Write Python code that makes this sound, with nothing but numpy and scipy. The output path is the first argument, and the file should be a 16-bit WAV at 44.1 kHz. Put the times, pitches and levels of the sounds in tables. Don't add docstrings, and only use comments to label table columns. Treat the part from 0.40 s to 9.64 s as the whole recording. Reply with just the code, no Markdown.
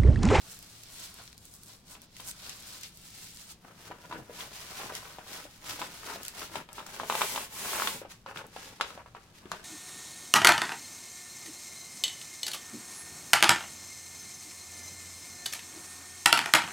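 import sys
import numpy as np
from scipy import signal
from scipy.io import wavfile

SR = 44100
rng = np.random.default_rng(int(sys.argv[2]) if len(sys.argv) > 2 else 0)


def unload_audio(sound):
    columns = np.transpose(np.atleast_2d(sound))
    steps = np.round(np.clip(columns, -1, 1) * 32767)
    wavfile.write(sys.argv[1], SR, steps.astype(np.int16))


N = 407484
TAKES_SHEET_S = 3.15

# peak_s, rise_s, fall_s, swish_db, crinkle_db, rub_db
WRAP_STROKES = [(.1, 0.14, .1, -55, -52, -60), (.33, 0.37, 0.42, -56.5, -56, -66.5),
                (.63, .14, 0.1, -48.5, -49.5, -58.5), (.79, 0.076, 0.13, -54, -55, -61.5),
                (1.05, 0.059, 0.057, -61.5, -55, -68), (1.151, 0.056, 0.043, -66, -54.5, -69),
                (1.31, .1, 0.075, -59, -53, -63), (1.519, 0.047, 0.046, -53.5, -51, -59),
                (1.63, 0.022, .03, -58, -59, -66), (1.81, 0.074, 0.1, -53, -53.5, -64),
                (1.89, 0.036, 0.022, -49.5, -38.5, -53), (2.09, 0.13, 0.085, -47.5, -49, -54.5),
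                (2.33, 0.22, 0.13, -49.5, -49, -57), (2.439, 0.011, 0.035, -43.5, -51, -62),
                (2.83, 0.28, 0.17, -51.5, -50.5, -64.5), (3.01, 0.044, 0.054, -52, -51.5, -63),
                (3.109, 0.05, .025, -51.5, -50, -60.5)]
# start_s, level_db, centre_hz
CREASE_TICKS = [(0.19, -36, 8100), (0.227, -36, 9200), (0.435, -37, 6400), (0.742, -37, 7200),
                (0.877, -39.5, 2960), (0.929, -41, 3500), (0.979, -39.5, 6300), (1.054, -38, 11600),
                (1.139, -38, 8800), (1.234, -37.5, 8500), (1.618, -37.5, 9000), (1.767, -35.5, 3700),
                (1.804, -33, 7800), (1.913, -29, 5150), (2.095, -29, 4870), (2.412, -36, 9000),
                (2.434, -30, 4600), (2.573, -39, 8430), (2.972, -37, 4640), (4.552, -25.5, 4460),
                (5.832, -29.5, 8000), (5.851, -28.5, 5570), (5.862, -34, 8500), (5.882, -22.5, 6600),
                (6.33, -32.5, 10000), (6.466, -34.5, 6000), (8.067, -41, 14000), (9.117, -28.5, 5000)]
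# start_s, level_db, pitch_hz, crack_relative_db
BUCKLE_SNAPS = [(0.787, -44, 1280, -17), (1.551, -46, 950, -4.5), (1.799, -40.5, 980, -8),
                (3.502, -40.5, 426, -18), (3.512, -31.5, 774, -27), (3.712, -29, 1080, -22),
                (3.725, -26, 1070, -28), (3.758, -36, 450, -30), (3.896, -35, 468, -28),
                (4.006, -35, 1330, -4.5), (4.522, -33, 586, -16), (4.55, -45, 980, -2),
                (4.627, -41, 810, -21), (4.785, -30, 750, -32), (5.053, -38.5, 590, -22),
                (5.392, -35, 760, -14), (5.416, -24.5, 1020, -13.5), (5.422, -25.5, 1050, -28),
                (5.722, -30.5, 1000, -31), (5.759, -33, 656, -19), (6.018, -32.5, 1120, -12),
                (6.156, -24, 840, -13), (6.167, -36, 1490, -9.5), (6.289, -41, 1000, -12),
                (6.382, -28.5, 1100, -25), (6.392, -35, 1500, -10.5), (6.403, -31, 1030, -31),
                (6.464, -36, 1390, -17), (6.599, -21, 1150, -33), (6.633, -25, 800, -25),
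                (6.699, -14, 1020, -21.5), (6.724, -19, 990, -23), (6.752, -19.5, 860, -14),
                (6.81, -19, 1100, -21), (6.817, -12.5, 1070, -15.5), (6.96, -23.5, 990, -12),
                (6.977, -21.5, 980, -20), (7.256, -28, 1320, -24), (7.333, -22.5, 1190, -27),
                (7.399, -18.5, 1310, -34), (7.421, -15.5, 1310, -38), (7.473, -18, 1350, -11.5),
                (7.616, -33, 535, -35), (7.651, -34, 687, -35), (7.862, -29.5, 1030, -23),
                (7.96, -29.5, 1400, -20), (7.972, -34, 1440, -8.5), (8.042, -39, 790, -28),
                (8.163, -29.5, 725, -19), (8.4, -29, 1000, -27), (8.41, -12.5, 1350, -16),
                (8.505, -33.5, 1300, -18), (8.576, -34.5, 680, -24), (8.66, -39, 910, -42),
                (8.749, -32.5, 950, -39), (9.055, -38.5, 297, -20), (9.117, -20, 1180, -35)]
# peak_s, rise_s, fall_s,
# slide_db, bend_db
FOLD_PUSHES = [(3.28, 0.043, 0.075, -61.5, -54.5), (3.46, 0.092, 0.064, -52.5, -56.5),
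               (3.64, 0.11, 0.061, -59, -57.5), (3.74, 0.068, 0.11, -56.5, -52.5),
               (4.01, 0.087, 0.063, -44, -50), (4.2, 0.11, 0.3, -45.5, -58.5),
               (4.42, 0.093, 0.088, -43, -42.5), (4.562, 0.028, 0.022, -41, -55),
               (4.68, 0.27, 0.14, -49.5, -53.5), (4.951, 0.093, 0.091, -42.5, -51.5),
               (5.17, 0.15, 0.075, -55.5, -77), (5.298, 0.056, 0.064, -38.5, -46.5),
               (5.42, 0.072, 0.095, -43, -47), (5.55, 0.059, 0.21, -47.5, -69),
               (5.69, 0.066, 0.1, -42, -43.5), (5.86, 0.061, 0.06, -46, -65),
               (6.019, 0.084, 0.06, -41.5, -49.5), (6.158, 0.049, 0.058, -44.5, -45.5),
               (6.39, 0.072, 0.038, -49, -53), (6.57, 0.14, 0.18, -46, -50.5),
               (7.709, 0.014, 0.056, -50.5, -63), (7.89, 0.017, 0.044, -55, -47),
               (7.97, 0.022, .045, -46.5, -43), (8.24, 0.12, .12, -47.5, -56),
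               (8.47, 0.07, 0.14, -52.5, -53), (8.8, 0.05, 0.32, -64.5, -67),
               (8.961, 0.017, 0.048, -55, -69), (9.2, 0.18, .15, -56, -56)]
# peak_s, level_db
SLACK_FLOPS = [(3.51, -52), (3.79, -44), (3.899, -50.5), (4.08, -55), (5.42, -49), (5.76, -46), (6.03, -54),
               (6.16, -48), (6.97, -48.5), (7.55, -54), (7.97, -52), (9.057, -61)]
# time_s, level_db
PALM_SWEEP = [(6.64, -61), (6.678, -49.5), (6.698, -46), (6.8, -39), (6.972, -43), (7.046, -47),
              (7.086, -61.5), (7.128, -50), (7.194, -43.5), (7.222, -43), (7.312, -39.5), (7.486, -40.5),
              (7.56, -47.5), (7.614, -57), (7.66, -83)]
# centre_hz, t60_s, level_db
ECHO_BANDS = [(151, .4, -4), (416, 0.17, -4), (960, 0.096, -3.5), (2480, 0.28, -6.5), (6600, 0.14, -7),
              (13900, 0.08, -10)]
# frequency_hz, density_db
RUMBLE_SPECTRUM = [(20, -4.5), (35, -7), (60, -0.5), (85, -5.5), (110, 1), (140, -6), (175, -0.5),
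                   (230, -8), (320, -11.5), (500, -18), (1000, -20.5), (3000, -38.5), (8000, -59),
                   (16000, -45)]
FILM_SPECTRUM = [(700, -21.5), (2000, -2.5), (3000, -1.5), (4200, 1.5), (5600, -1.5), (8000, -13.5),
                 (15000, -17.5)]
CREASE_SPECTRUM = [(2500, -13), (6000, 3.5), (8000, 6), (11000, 1), (16000, -2.5)]
BOOK_SPECTRUM = [(120, -2), (300, 1), (550, 4), (780, 5), (1050, 5), (1500, 7.5), (1900, -4.5), (3500, -8),
                 (9000, -20)]
CRUMPLE_SPECTRUM = [(200, -20.5), (400, 7), (600, 4.5), (900, 7), (1250, 6), (1550, 5.5), (2000, -2.5),
                    (2800, -3), (3600, -16.5), (6000, -21), (14000, -28)]
FLAP_SPECTRUM = [(50, -12.5), (110, -2), (200, 3.5), (380, -1), (600, -2), (1200, -15.5), (4000, -34)]
SLIDE_SPECTRUM = [(300, -8.5), (900, -3.5), (2000, -2), (3400, -2.5), (5500, -3.5), (8000, -7), (11000, -9),
                  (16000, -12.5)]
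PALM_SPECTRUM = [(200, -18), (400, 3.5), (620, -13), (930, 6.5), (1300, -6), (2000, 3), (3500, 1),
                 (5200, 0), (7500, 0.5), (11000, -1.5), (16000, -4.5)]

TIME_S = np.arange(N) / SR


def from_db(db):
    return 10 ** (np.asarray(db) / 20)


def unit_rms(x):
    return x / np.sqrt(np.mean(x ** 2) + 1e-20)


def butter(x, hz, kind, order=2):
    sos = signal.butter(order, np.clip(hz, 10, .45 * SR), kind, fs=SR, output="sos")
    return signal.sosfilt(sos, x)


def colour(x, spectrum, size=4096):
    hz, db = np.transpose(spectrum)
    grid_hz = np.abs(np.fft.fftfreq(size, 1 / SR)) + 1
    log_gain = np.log(from_db(np.interp(np.log(grid_hz), np.log(hz), db)))
    response = np.fft.ifft(np.exp(np.conj(signal.hilbert(log_gain)))).real
    return unit_rms(signal.oaconvolve(x, response[None], axes=1)[:, :N])


def two_mics(pair, bass_side=0.13, apart_hz=1880):
    side = (1 - bass_side) * butter(pair[1], apart_hz, "high", order=1) + bass_side * pair[1]
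    return np.array([pair[0] + side, pair[0] - side])


def add(track, start_s, sound):
    start = max(0, int(start_s * SR))
    track[:, start:start + sound.shape[1]] += sound[:, :max(0, N - start)]


def movements(rows, edge_db=10, flank_power=1.72):
    t, power = TIME_S[::40], 0
    for peak_s, rise_s, fall_s, level_db in rows:
        away = np.maximum((peak_s - t) / rise_s, (t - peak_s) / fall_s)
        power = power + from_db(level_db - edge_db * away ** flank_power) ** 2
    return np.interp(TIME_S, t, np.sqrt(power))


def friction(spectrum, slips_per_s, size_db, grain_share, flutter_db, grip_hz=60):
    knots = rng.standard_normal(4096)
    grip = unit_rms(np.interp(TIME_S * grip_hz, np.arange(len(knots)), knots))
    slipping = rng.random(N) < slips_per_s * from_db(3 * grip) / SR
    sizes = from_db(size_db * np.minimum(rng.exponential(1, N), 3.5))
    bearing = rng.uniform(0, 2 * np.pi, N)
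    grains = unit_rms(slipping * sizes * np.array([np.cos(bearing), np.sin(bearing)]))
    hiss = rng.standard_normal((2, N))
    texture = np.sqrt(grain_share) * grains + np.sqrt(1 - grain_share) * hiss
    return colour(two_mics(texture * from_db(flutter_db * grip)), spectrum)


def room_rumble(level_db=-59.5):
    return from_db(level_db) * colour(two_mics(rng.standard_normal((2, N))), RUMBLE_SPECTRUM)


def bubble_wrap(hold_db=-67.5):
    strokes = np.array(WRAP_STROKES)
    swish, crinkle, rub = [movements(np.column_stack([strokes[:, :3], db])) for db in strokes[:, 3:].T]
    holding = from_db(hold_db) * (TIME_S <= TAKES_SHEET_S)
    film = friction(FILM_SPECTRUM, slips_per_s=2400, size_db=4.5, grain_share=.5, flutter_db=.5)
    creases = friction(CREASE_SPECTRUM, slips_per_s=1500, size_db=4.5, grain_share=.6, flutter_db=.6)
    book = friction(BOOK_SPECTRUM, slips_per_s=700, size_db=2, grain_share=.35, flutter_db=.8)
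    return np.hypot(swish, holding) * film + crinkle * creases + rub * book


def crease_ticks(decay_s=0.00083, boost_db=4.5):
    out, t = np.zeros((2, N)), np.arange(SR // 100) / SR
    for start_s, level_db, centre_hz in CREASE_TICKS:
        flick = rng.standard_normal((2, len(t))) * np.exp(-t / decay_s)
        click = butter(flick, [centre_hz / 2, centre_hz * 2], "band")
        click /= np.abs(click).max(axis=1, keepdims=True)
        add(out, start_s, from_db(level_db + boost_db) * click)
    return out


def paper_snaps(rise_cycles=.5, crack_s=.0021, crack_boost_db=2.5, shiver_s=.018, shiver_db=-21):
    out, t = np.zeros((2, N)), np.arange(SR // 12) / SR
    mic_t = np.maximum(t - np.array([[0], [.00007]]), 0)
    for start_s, level_db, pitch_hz, crack_db in BUCKLE_SNAPS:
        age = mic_t * pitch_hz / rise_cycles
        swing = age * np.exp(1 - age) * -np.sin(2 * np.pi * pitch_hz * mic_t)
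        swing = butter(swing, 0.12 * pitch_hz, "high", order=1)
        fibres = two_mics(rng.standard_normal((2, len(t))))
        body = unit_rms(butter(fibres, [1950, 3900], "band", order=4))
        edge = unit_rms(butter(fibres[:, ::-1], [4000, 8000], "band", order=1))
        burst = np.sqrt(t / crack_s) * np.exp(1 - t / crack_s)
        crack = from_db(crack_db + crack_boost_db) * burst * (body + from_db(-10) * edge)
        waves = two_mics(rng.standard_normal((2, len(t))))
        waves = unit_rms(butter(waves, [pitch_hz * 0.65, pitch_hz * 3.4], "band"))
        shiver = from_db(shiver_db) * waves * np.exp(-t / shiver_s)
        add(out, start_s, from_db(level_db) * (swing + crack + shiver))
    return out


def palm_pressure():
    time_s, level_db = np.transpose(PALM_SWEEP)
    touching = (TIME_S >= time_s[0]) & (TIME_S <= time_s[-1])
    return touching * from_db(np.interp(TIME_S, time_s, level_db))


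def bending(settle_rise_s=.0027, settle_fall_s=.045, settle_db=-34, db_per_snap_db=.56, palm_db=-5.5):
    pushes = [(s, rise_s, fall_s, bend_db) for s, rise_s, fall_s, _, bend_db in FOLD_PUSHES]
    settling = [(s + settle_rise_s, settle_rise_s, settle_fall_s, settle_db + db_per_snap_db * snap_db)
                for s, snap_db, _, _ in BUCKLE_SNAPS]
    return np.hypot(movements(pushes + settling), from_db(palm_db) * palm_pressure())


def paper_flexing(flap_db=-18, flap_power=0.8, flop_rise_s=0.022, flop_fall_s=0.043):
    bend = bending()
    flaps = from_db(flap_db) * bend ** flap_power
    flops = movements([(s, flop_rise_s, flop_fall_s, db) for s, db in SLACK_FLOPS])
    buckles = friction(CRUMPLE_SPECTRUM, slips_per_s=600, size_db=4, grain_share=.67, flutter_db=2)
    slack = friction(FLAP_SPECTRUM, slips_per_s=200, size_db=4, grain_share=.66, flutter_db=2.75)
    return bend * buckles + np.hypot(flaps, flops) * slack


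def paper_sliding(hold_db=-66.5, cup_start_s=7.3, cup_cutoff_hz=12400):
    pushes = movements([push[:4] for push in FOLD_PUSHES])
    holding = from_db(hold_db) * (TIME_S > TAKES_SHEET_S)
    fibres = friction(SLIDE_SPECTRUM, slips_per_s=3000, size_db=4.5, grain_share=.61, flutter_db=.53)
    slide = np.hypot(pushes, holding) * fibres
    shaded = butter(slide, cup_cutoff_hz, "low", order=1)
    cupped = np.clip(TIME_S - cup_start_s, 0, 1)
    return slide + cupped * (shaded - slide)


def palm_sweep(boost_db=5):
    hiss = friction(PALM_SPECTRUM, slips_per_s=5400, size_db=-2.5, grain_share=.4, flutter_db=-.75)
    return from_db(boost_db) * palm_pressure() * hiss


def echo_response(first_s=0.0011, table_db=-7, table_s=0.0025):
    t = np.arange(SR // 3) / SR
    centre_hz, t60_s, level_db = np.transpose(ECHO_BANDS)
    edges_hz = np.concatenate([[40], np.sqrt(centre_hz[1:] * centre_hz[:-1]), [19000]])
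    onset = np.clip(t / first_s - 1, 0, 1)
    response = 0
    for k in range(len(centre_hz)):
        decay = onset * (from_db(-60 * t / t60_s[k]) + from_db(table_db) * np.exp(-t / table_s))
        band = butter(two_mics(rng.standard_normal((2, len(t)))), edges_hz[k:k + 2], "band")
        response = response + from_db(level_db[k]) * band * decay / np.sqrt(np.sum(decay ** 2))
    return response


def studio_echo(x, wet_db=-2):
    out, step = np.zeros((2, N)), SR // 2
    for start in range(0, N, step):
        add(out, start / SR, signal.fftconvolve(x[:, start:start + step], echo_response(), axes=1))
    return from_db(wet_db) * out


def scene():
    paper = paper_flexing() + from_db(0.5) * paper_snaps()
    rustle = bubble_wrap() + paper_sliding() + palm_sweep() + crease_ticks()
    handling = paper * from_db([[.9], [-.9]]) + rustle * from_db([[.25], [-.25]])
    rumble = room_rumble() * from_db([[.7], [-.7]])
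    return handling + studio_echo(handling) + rumble


def record(dry, cutoff_hz=16000):
    return signal.sosfilt(signal.ellip(12, .1, 80, cutoff_hz, fs=SR, output="sos"), dry)


dry = scene()
out = record(dry)
unload_audio(out)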